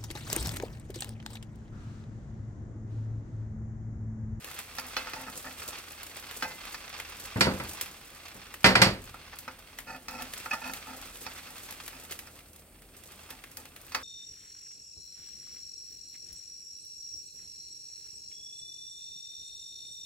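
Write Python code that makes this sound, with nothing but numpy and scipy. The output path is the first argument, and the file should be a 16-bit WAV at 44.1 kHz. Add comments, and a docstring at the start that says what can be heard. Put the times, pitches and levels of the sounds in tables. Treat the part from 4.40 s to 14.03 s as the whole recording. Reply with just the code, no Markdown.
"""Oil fizzes and spits around an egg frying gently on a gas stove, heard close up in stereo
in a small tiled kitchen. Tiny bubbles make the sizzle, bursting drops of water the spits.
Metal tongs tap and scrape the pan, ringing it as they push the egg about. At 3 s the pan
is lifted off its grate, and just after 4 s it is set down again with a clatter.
The burner's steady rush and a faint low hum lie underneath."""
import sys
import numpy as np
from scipy import signal
from scipy.fft import rfft, irfft, next_fast_len
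from scipy.io import wavfile

SR = 44100
rng = np.random.default_rng(int(sys.argv[2]) if len(sys.argv) > 2 else 0)


def unload_wav(signal):
    """Save mono or channel-first audio to the path in sys.argv[1] as 16-bit WAV at rate SR, clipped to [-1, 1]."""
    wavfile.write(
        sys.argv[1],
        SR,
        np.round(np.clip(np.atleast_2d(signal).T, -1, 1) * 32767).astype(np.int16),
    )


N = 424683
TIME = np.arange(N) / SR

# The finest bubbles. Each row: frequency in Hz, level in dB.
FIZZ_SPECTRUM = [(500, 2), (2000, -14.5), (5000, -2), (7000, 0), (8600, 4.5), (10000, -1.5), (13000, 1),
                 (16000, -7.5)]
# The pan's clear notes. Each row: frequency in Hz, relative level in dB, t60 in seconds.
PAN_MODES = [(259.4, 13, 0.29), (517, 14, 0.32), (757, 3.5, 0.09), (885, 7, 0.095), (1276, 5, 0.046),
             (1395, 8, 0.12), (1752, 7, 0.063), (1922, 4.5, 0.047), (2528, 8, 0.055), (2560, 7, 0.1),
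             (2590, -8, 0.2), (4540, 10.5, 0.13), (5400, 6.5, 0.067)]
# The pan's dense ring. Each row: band centre in Hz, t60 in seconds.
PAN_DECAY = [(250, 0.65), (1200, 0.37), (5000, 0.17)]
# How alike the two microphones sound. Each row: frequency in Hz, left-right correlation.
MIC_CORRELATION = [(100, .99), (350, .9), (800, .66), (2000, .52), (12000, .45)]


def frying_oil():
    """Sputter, fizz, ticks and spits; the frying dies down when the egg is pushed up the pan's side."""
    # Each row: time in seconds, relative level of the low sputter in dB, of the high fizz in dB.
    frying = [(0, -51.5, -51.5), (0.7, -44, -54), (0.95, -50.0, -50), (1.8, -48.5, -54.0),
              (2.2, -47.5, -52), (2.7, -47.0, -56.5), (3.3, -46.5, -49), (3.6, -50.5, -59.0),
              (5.25, -54.5, -68), (5.65, -57.5, -62), (5.8, -48.5, -53.0), (7.3, -50, -50.5),
              (7.75, -55, -54.5), (8.05, -60, -62.5), (8.4, -63.5, -71), (8.8, -54, -56.5), (9.3, -60, -64),
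              (9.63, -52.5, -54.5)]
    # Each row: frequency in Hz, level in dB.
    sputter_spectrum = [(300, -10.5), (700, -5.5), (1250, 1), (1800, -0.5), (2500, 0.5), (3600, -3),
                        (4600, -4.5), (6500, -10), (10000, -18), (16000, -27)]
    times, *levels = np.transpose(frying)
    sputter_db, fizz_db = (np.interp(TIME, times, db) for db in levels)
    sputter = sizzle(sputter_spectrum, sputter_db - .8, per_s=1200, spread_db=4.5,
                     hiss_db=-6, flutter_db=2.5)
    fizz = sizzle(FIZZ_SPECTRUM, fizz_db, per_s=600, spread_db=5.5, hiss_db=-3.5, flutter_db=5)
    return sputter + fizz + ticks(fizz_db - 13.5) + spits(small_drops(fizz_db))


def sizzle(spectrum, level_db, per_s, spread_db, hiss_db, flutter_db, spots=6):
    """Tiny bubbles burst at several spots in the oil, over a smooth hiss of steam."""
    gain = from_db(level_db + flutter_db * drift(35))
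    bubbles = np.zeros((2, N))
    for _ in range(spots):
        clicks = grains(per_s / spots, spread_db) * gain
        burst = bubble_burst(spectrum, splash_db=-9.5, splash_s=.0064, room_db=-24)
        bubbles += signal.oaconvolve(clicks[None], burst, axes=1)[:, :N]
    steam = from_db(level_db + hiss_db) * noise(spectrum)
    return bubbles / np.sqrt(spots) + steam


def spits(small, gain_db=14.5, body_db=7):
    """Drops of water, big and small, burst here and there in the oil."""
    # Each row: start in seconds, relative level in dB, middle range against treble in dB.
    big = [(0.0444, -29, -3), (.189, -23, -8.5), (0.396, -25.5, -13), (1.6314, -27.5, -12),
           (1.911, -30.5, 0), (2.6, -26.5, 1.5), (3.4117, -16, -10), (4.141, -29, -0.5),
           (4.987, -26.5, -21), (5.387, -26.5, -1), (5.8217, -24.5, -10), (5.9361, -24, -6),
           (6.3357, -24, -6), (7.3085, -27.5, -13), (7.479, -26, -6), (7.722, -25, -6), (7.7903, -26.5, -8),
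           (8.905, -30, -6), (9.039, -34.5, 1.5), (9.1705, -26, -15.5), (9.3621, -34, -4)]
    # Each row: frequency in Hz, level in dB.
    spectrum = [(180, -38), (300, -5.5), (1460, 0.5), (1690, 3.5), (1970, 4), (3080, 2.5), (5250, -2),
                (13100, 2.5), (16000, -7)]
    out, drops = np.zeros((2, N)), big + small
    for (s, db, middle_db), side_db in zip(drops, rng.standard_normal(len(drops))):
        tilt = [(2000, middle_db + body_db), (6000, 0)]
        colour = [(hz, level + at_hz(tilt, hz)) for hz, level in spectrum]
        fullness = np.sqrt(1 + from_db(middle_db) ** 2)
        gain = from_db(db + gain_db + side_db * np.array([[1], [-1]]))
        burst = bubble_burst(colour, splash_db=-13.5, splash_s=.0042, room_db=-24.5)
        add(out, s, gain * fullness * burst)
    return out


def small_drops(fizz_db, follow=.31):
    """Small drops burst all the time, louder the harder the egg fries; gives rows for spits()."""
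    times, size, colour = loosely_spaced(0, N / SR, per_s=7).T
    swing_db = np.interp(times, TIME, fizz_db - fizz_db.mean())
    level_db = -35 + follow * swing_db + 3.5 * size
    middle_db = -16.5 + 13 * colour
    return list(zip(times, level_db, middle_db))


def ticks(level_db):
    """Tiny dry bubbles give scattered sharp ticks."""
    tick = bubble_burst(FIZZ_SPECTRUM, splash_db=-20, splash_s=.0015, room_db=-40)
    clicks = from_db(level_db) * grains(per_s=36, spread_db=3)
    return signal.oaconvolve(clicks[None], tick, axes=1)[:, :N]


def bubble_burst(spectrum, splash_db, splash_s, room_db, room_t60=.24, size=4096):
    """A bursting bubble: a spike, quick reflections in the pan, then the tiled room; energy 1."""
    t = np.arange(size) / SR
    hz, bins = noise_bins(size)
    splash = from_db(splash_db) * np.exp(-t / splash_s)
    room = from_db(room_db - 60 * t / room_t60)
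    burst = irfft(bins) * (splash + room)
    burst[:, 0] += 1
    # minimum phase: nothing sounds before the burst
    cepstrum = irfft(np.log(from_db(at_hz(spectrum, hz))))
    cepstrum[1:size // 2] *= 2
    cepstrum[size // 2 + 1:] = 0
    return rms_one(irfft(rfft(burst) * np.exp(rfft(cepstrum)))) / np.sqrt(size)


def tongs():
    """The tongs nudge the egg about, each nudge a light tap and a short scrape, among firmer moves."""
    # Each row: start in seconds, end in seconds, relative level in dB.
    spells = [(0, 1.4, -52.5), (6.55, 7.9, -57.5), (8.85, 9.1, -58)]
    nudges = [(s, db + 4.5 * luck) for start, end, db in spells
              for s, luck, _ in loosely_spaced(start, end, per_s=5)]
    light_taps = [(s, db + 14, -21, -22) for s, db in nudges]
    light_strokes = [(s, .045, db) for s, db in nudges]
    return taps(light_taps) + scrapes(light_strokes) + clinks()


def taps(light_taps, gain_db=-29, bass_db=1.5, treble_db=8.5, modes_db=2.5):
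    """The tips of the tongs strike the pan."""
    # Each row: start in seconds, relative level in dB, bass and treble against the middle in dB.
    firm_taps = [(.384, -25, -25, -14.5), (.567, -20.5, -20.5, -17), (.671, -27.5, -23, -23),
                 (.734, -29, -12, -14), (.881, -30.5, -22, -36), (1.219, -31, -33, -20),
                 (2.023, -23.5, -14, -15.5), (2.344, -29.5, -26, -13), (4.742, -32.5, -21, -38),
                 (4.931, -32, -34, -32), (5.079, -26, -21, -27), (5.683, -29, -14, -12.5),
                 (6.059, -24.5, -31, -33), (6.864, -28, -15, -17.5), (7.872, -38.5, -32, -20),
                 (9.52, -34.5, -31, -13), (9.547, -16, -31, -18)]
    # The struck pan. Each row: frequency in Hz, level in dB.
    spectrum = [(60, -2), (260, -5.5), (400, -9), (880, -5), (1350, -4.5), (1800, -6), (2200, -2),
                (2560, -3.5), (2900, -10), (5200, 2.5), (7200, -5), (15000, -10.5)]
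    out = np.zeros((2, N))
    modes = [(hz, db + modes_db, t60) for hz, db, t60 in PAN_MODES]
    for s, db, bass, treble in firm_taps + light_taps:
        range_db = db + gain_db + np.array([bass + bass_db, 0, treble + treble_db])
        add(out, s, contact(spectrum, modes, PAN_DECAY, range_db, crack_s=.0067, tail_db=-6.5))
    return out


def scrapes(light_strokes, gain_db=2, slips_per_s=450, modes_db=1):
    """The tongs stick and slip, ringing the pan. Light strokes judder low, firm ones sing higher."""
    # Each row: start in seconds, length in seconds, relative level in dB.
    firm_strokes = [(.733, .1, -46.5), (1.045, 0.045, -46), (2.027, .03, -38), (5.466, 0.094, -44),
                    (5.688, 0.14, -44), (6.109, .012, -29), (6.126, .024, -31.5), (6.215, 0.096, -41),
                    (6.469, 0.078, -46.5)]
    # The scraped pan. Each row: frequency in Hz, level in dB.
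    spectrum = [(60, -13), (260, -3.5), (400, -21), (680, -1), (880, 2), (1080, -34), (1330, 5.5),
                (1530, -19), (1790, 0), (2250, -19), (2560, -2.5), (2950, -24), (5000, -9), (14000, -24)]
    out = np.zeros((2, N))
    for s, length, db in firm_strokes + light_strokes:
        size = int(length * SR)
        slips = rng.permutation(size) < max(length * slips_per_s, 2)
        force = slips * rng.choice([-1, 1], size) * from_db(2 * rng.standard_normal(size))
        force *= np.hanning(size) ** .065
        firm_db = max(db + 43.5, 0)
        modes = [(hz, level + modes_db + .4 * firm_db * np.log2(min(hz, 2600) / 1000), t60)
                 for hz, level, t60 in PAN_MODES]
        range_db = [-7 - 1.1 * firm_db, 0, -8 - .18 * firm_db]
        ring = contact(spectrum, modes, PAN_DECAY, range_db, crack_s=.0015, tail_db=-13.5)
        scrape = signal.fftconvolve(force[None], ring, axes=1)
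        add(out, s, from_db(db + gain_db) * rms_one(scrape) * np.sqrt(size / scrape.shape[1]))
    return out


def clinks(size=24000):
    """The two steel arms of the tongs meet and ring freely."""
    # Each row: start in seconds, level in dB, tilt towards the upper modes in dB per octave.
    meetings = [(0.566, -38, 7), (2.024, -34, -5)]
    # Each row: frequency in Hz, relative level in dB, t60 in seconds.
    arm_modes = [(1570, 2, 0.2), (2055, -10.5, 0.99), (2630, -1, 0.26), (2990, 2.5, 0.076),
                 (3440, 0, 0.084), (4200, 0, 0.12)]
    out, t = np.zeros((2, N)), np.arange(size) / SR
    for s, db, tilt in meetings:
        for hz, level, t60 in arm_modes:
            fall = from_db(db + level + tilt * np.log2(hz / 2000) - 60 * t / t60)
            add(out, s, fall * np.sin(2 * np.pi * hz * t + .5 * rng.standard_normal((2, 1))))
    return out


def grate_knocks(gain_db=-25, bass_db=2.5, treble_db=.5, rebound_s=.043):
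    """The pan bumps the grate and rocks back once, softer; the sheet-metal stove top booms under it."""
    # Each row: start in seconds, relative level in dB, bass and treble against the middle in dB.
    knocks = [(2.959, -25, 1.5, -38), (3.008, -11, -13, -5), (3.068, -17.5, -4.5, -59),
              (3.199, -26, -13, -21), (3.95, -40, -7.5, -30), (4.243, -4.5, -17.5, -13),
              (4.259, -9, -9, -8), (4.354, -7, -19.5, -13.5), (4.417, -6.5, -15, -5)]
    # Grate and stove top. Each row: frequency in Hz, level in dB.
    spectrum = [(18, -48), (30, -13), (115, -5.5), (161, -6.5), (194, -5.5), (404, -10.5), (526, -12),
                (801, -17), (2010, -14.5), (3670, -19.5), (4650, -15), (5900, -26), (6900, -26),
                (12000, -32), (16000, -48)]
    # Their clear notes. Each row: frequency in Hz, level over the dense ring in dB, t60 in seconds.
    modes = [(116, 7.5, 0.17), (193.7, 11, 0.33), (526, 8.5, 0.36), (656, 3, 0.21), (772.5, 7, .15),
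             (900, 4.5, 0.27), (944, 6, 0.13), (1577, -0.5, 0.076), (1974, 2, 0.14), (2040, 9.5, 0.13),
             (2400, 6.5, 0.066), (3250, 7, 0.11), (4320, 10.5, 0.2), (4580, 6, 0.24), (4710, 10, 0.23),
             (5300, 4, .15), (5380, 9, 0.16), (5440, 15, 0.16), (6640, 3, 0.11), (7220, 4, 0.21),
             (8260, 11, .13), (8800, 11, 0.073)]
    # Their dense ring. Each row: band centre in Hz, t60 in seconds.
    decays = [(60, 1), (160, 0.42), (420, 0.38), (1100, 0.29), (2900, 0.28), (8000, 0.23)]
    out = np.zeros((2, N))
    rebounds = [(s + rebound_s, db - 13.5, -3, -24) for s, db, _, _ in knocks]
    for s, db, bass, treble in knocks + rebounds:
        range_db = db + gain_db + np.array([bass + bass_db, 0, treble + treble_db])
        add(out, s, contact(spectrum, modes, decays, range_db, crack_s=.0061, tail_db=-3, size=24000))
    return out


def contact(spectrum, modes, decays, range_db, crack_s, tail_db, size=12000):
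    """Metal meets metal: a crack, a dense ring that dies by band and a few clear modes."""
    # Bass, middle and treble. Each row: lower edge in Hz, upper edge in Hz.
    ranges = [(60, 400), (600, 3000), (4000, 15000)]
    t = np.arange(size) / SR
    hz, bins = noise_bins(size)
    shape = from_db(at_hz(spectrum, hz))
    # the hardness of the contact shares the energy out between the ranges, as range_db sets
    shifts = []
    for (lo, hi), db in zip(ranges, range_db):
        energy = np.sum(shape[(hz > lo) & (hz < hi)] ** 2) * hz[1]
        shifts.append((np.sqrt(lo * hi), db - 10 * np.log10(energy)))
    shape *= from_db(at_hz(shifts, hz))
    press_s = .0042 * from_db(min(range_db[0] - range_db[1], 0)) ** 2   # heavy contacts press in slowly
    out, centres = np.zeros((2, size)), [centre for centre, _ in decays]
    for weights, (centre, t60) in zip(np.eye(len(decays)), decays):
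        band = irfft(bins * shape * at_hz(list(zip(centres, weights)), hz)) * np.sqrt(SR / 2)
        fall = np.exp(-t / (crack_s + 1 / centre)) + from_db(tail_db - 60 * t / t60)
        swell = 1 - np.exp(-t / (.5 / centre + press_s))   # low notes take longer to build up
        out += rms_one(band * fall * swell) * band.std() / np.sqrt(t[-1])
    for mode_hz, db, t60 in modes:
        luck_db, sign, skew, detune = rng.standard_normal(4)
        life_s = t60 / np.log(1000)
        height = from_db(db + luck_db) * np.interp(mode_hz, hz, shape) * np.sqrt(2) / life_s
        # high modes reach the two microphones less in step
        width = np.sqrt((1 - at_hz(MIC_CORRELATION, mode_hz)) / 2)
        phase = np.pi * (sign > 0) + skew * width * np.array([[1], [-1]])
        pitch_hz = mode_hz * (1 + .0025 * detune)
        out += height * np.exp(-t / life_s) * np.sin(2 * np.pi * pitch_hz * t + phase)
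    return out


def burner(level_db=-56.5):
    """The gas flame: a steady low rush with a thin hiss near 9 kHz."""
    # Each row: frequency in Hz, level in dB.
    spectrum = [(20, -21), (42, 2.5), (58, -10), (110, -9), (170, -11), (270, -10), (400, -14.5),
                (700, -16.5), (1200, -33), (2300, -32), (5500, -52), (8600, -21), (8900, -20.5),
                (9200, -27), (16000, -28)]
    return from_db(level_db) * noise(spectrum)


def hum(hz=79.5):
    """A faint low hum whose level wavers."""
    return from_db(-63 + 2.9 * drift(6)) * np.sin(2 * np.pi * hz * TIME)


def at_microphones(x, lean, lead_s):
    """The sound reaches the left microphone first; lean scales the difference in level."""
    # Each row: frequency in Hz, left minus right in dB at a lean of 1.
    balance = [(150, 0.5), (700, 0.5), (1400, -1.5), (5000, -7), (9000, 0), (15000, 5)]
    size = next_fast_len(N + 4096)
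    hz = np.fft.rfftfreq(size, 1 / SR)
    bins = rfft(x, size) * from_db(lean * at_hz(balance, hz) / 2 * [[1], [-1]])
    bins[1] *= np.exp(-2j * np.pi * hz * lead_s)
    return irfft(bins, size)[:, :N]


def noise_bins(size):
    """Frequencies and spectrum of stereo white noise, alike in the bass and less so in the treble."""
    hz = np.fft.rfftfreq(size, 1 / SR)
    alike = at_hz(MIC_CORRELATION, hz)
    mid, side = rfft(rng.standard_normal((2, size)))
    return hz, np.sqrt((1 + alike) / 2) * mid + np.sqrt((1 - alike) / 2) * side * [[1], [-1]]


def noise(spectrum):
    """Coloured stereo noise, rms 1."""
    size = next_fast_len(N)
    hz, bins = noise_bins(size)
    return rms_one(irfft(bins * from_db(at_hz(spectrum, hz)), size)[:, :N])


def grains(per_s, spread_db):
    """Random clicks, many small and a few large."""
    at = np.flatnonzero(rng.random(N) < per_s / SR)
    level_db = spread_db * np.minimum(rng.exponential(1, len(at)), 4.5)
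    clicks = np.zeros(N)
    clicks[at] = from_db(level_db) * rng.choice([-1, 1], len(at))
    return rms_one(clicks)


def loosely_spaced(start, end, per_s):
    """One random moment per slot. Each row: time in seconds, two draws between -1 and 1."""
    slots = np.arange(start, end, 1 / per_s)
    late, *luck = rng.random((len(slots), 3)).T
    return np.column_stack([slots + late / per_s, 2 * np.transpose(luck) - 1])


def drift(per_s):
    """A random wander, rms 1."""
    knots = rng.standard_normal(int(N / SR * per_s) + 2)
    return rms_one(np.interp(TIME * per_s, np.arange(len(knots)), knots))


def from_db(db):
    """Decibels to gain."""
    return 10 ** (np.asarray(db) / 20)


def rms_one(x):
    """Scale to an rms of 1."""
    return x / np.sqrt(np.mean(x ** 2) + 1e-20)


def at_hz(points, hz):
    """Read a table on a log-frequency axis."""
    known, values = np.transpose(points)
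    return np.interp(np.log(np.maximum(hz, 1)), np.log(known), values)


def add(out, s, sound):
    """Mix a sound in from time s."""
    start = max(round(s * SR), 0)
    out[:, start:start + sound.shape[1]] += sound[:, :max(N - start, 0)]


def scene():
    """Oil, tongs and grate at the microphone pair, over the burner and the hum."""
    oil = at_microphones(frying_oil(), lean=.47, lead_s=.00005)
    handling = at_microphones(tongs(), lean=.68, lead_s=.00006)
    clatter = at_microphones(grate_knocks(), lean=.76, lead_s=.00014)
    return oil + handling + clatter + burner() + hum()


def record(dry):
    """The deepest bass is lost, the highest peaks are rounded and the top is cut."""
    low_cut = signal.butter(4, 33, "high", fs=SR, output="sos")
    high_cut = signal.ellip(10, .1, 80, 16000, fs=SR, output="sos")
    rounded = 1.05 * np.tanh(signal.sosfilt(low_cut, dry) / 1.05)
    return signal.sosfilt(high_cut, rounded)


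dry = scene()
out = record(dry)
unload_wav(out)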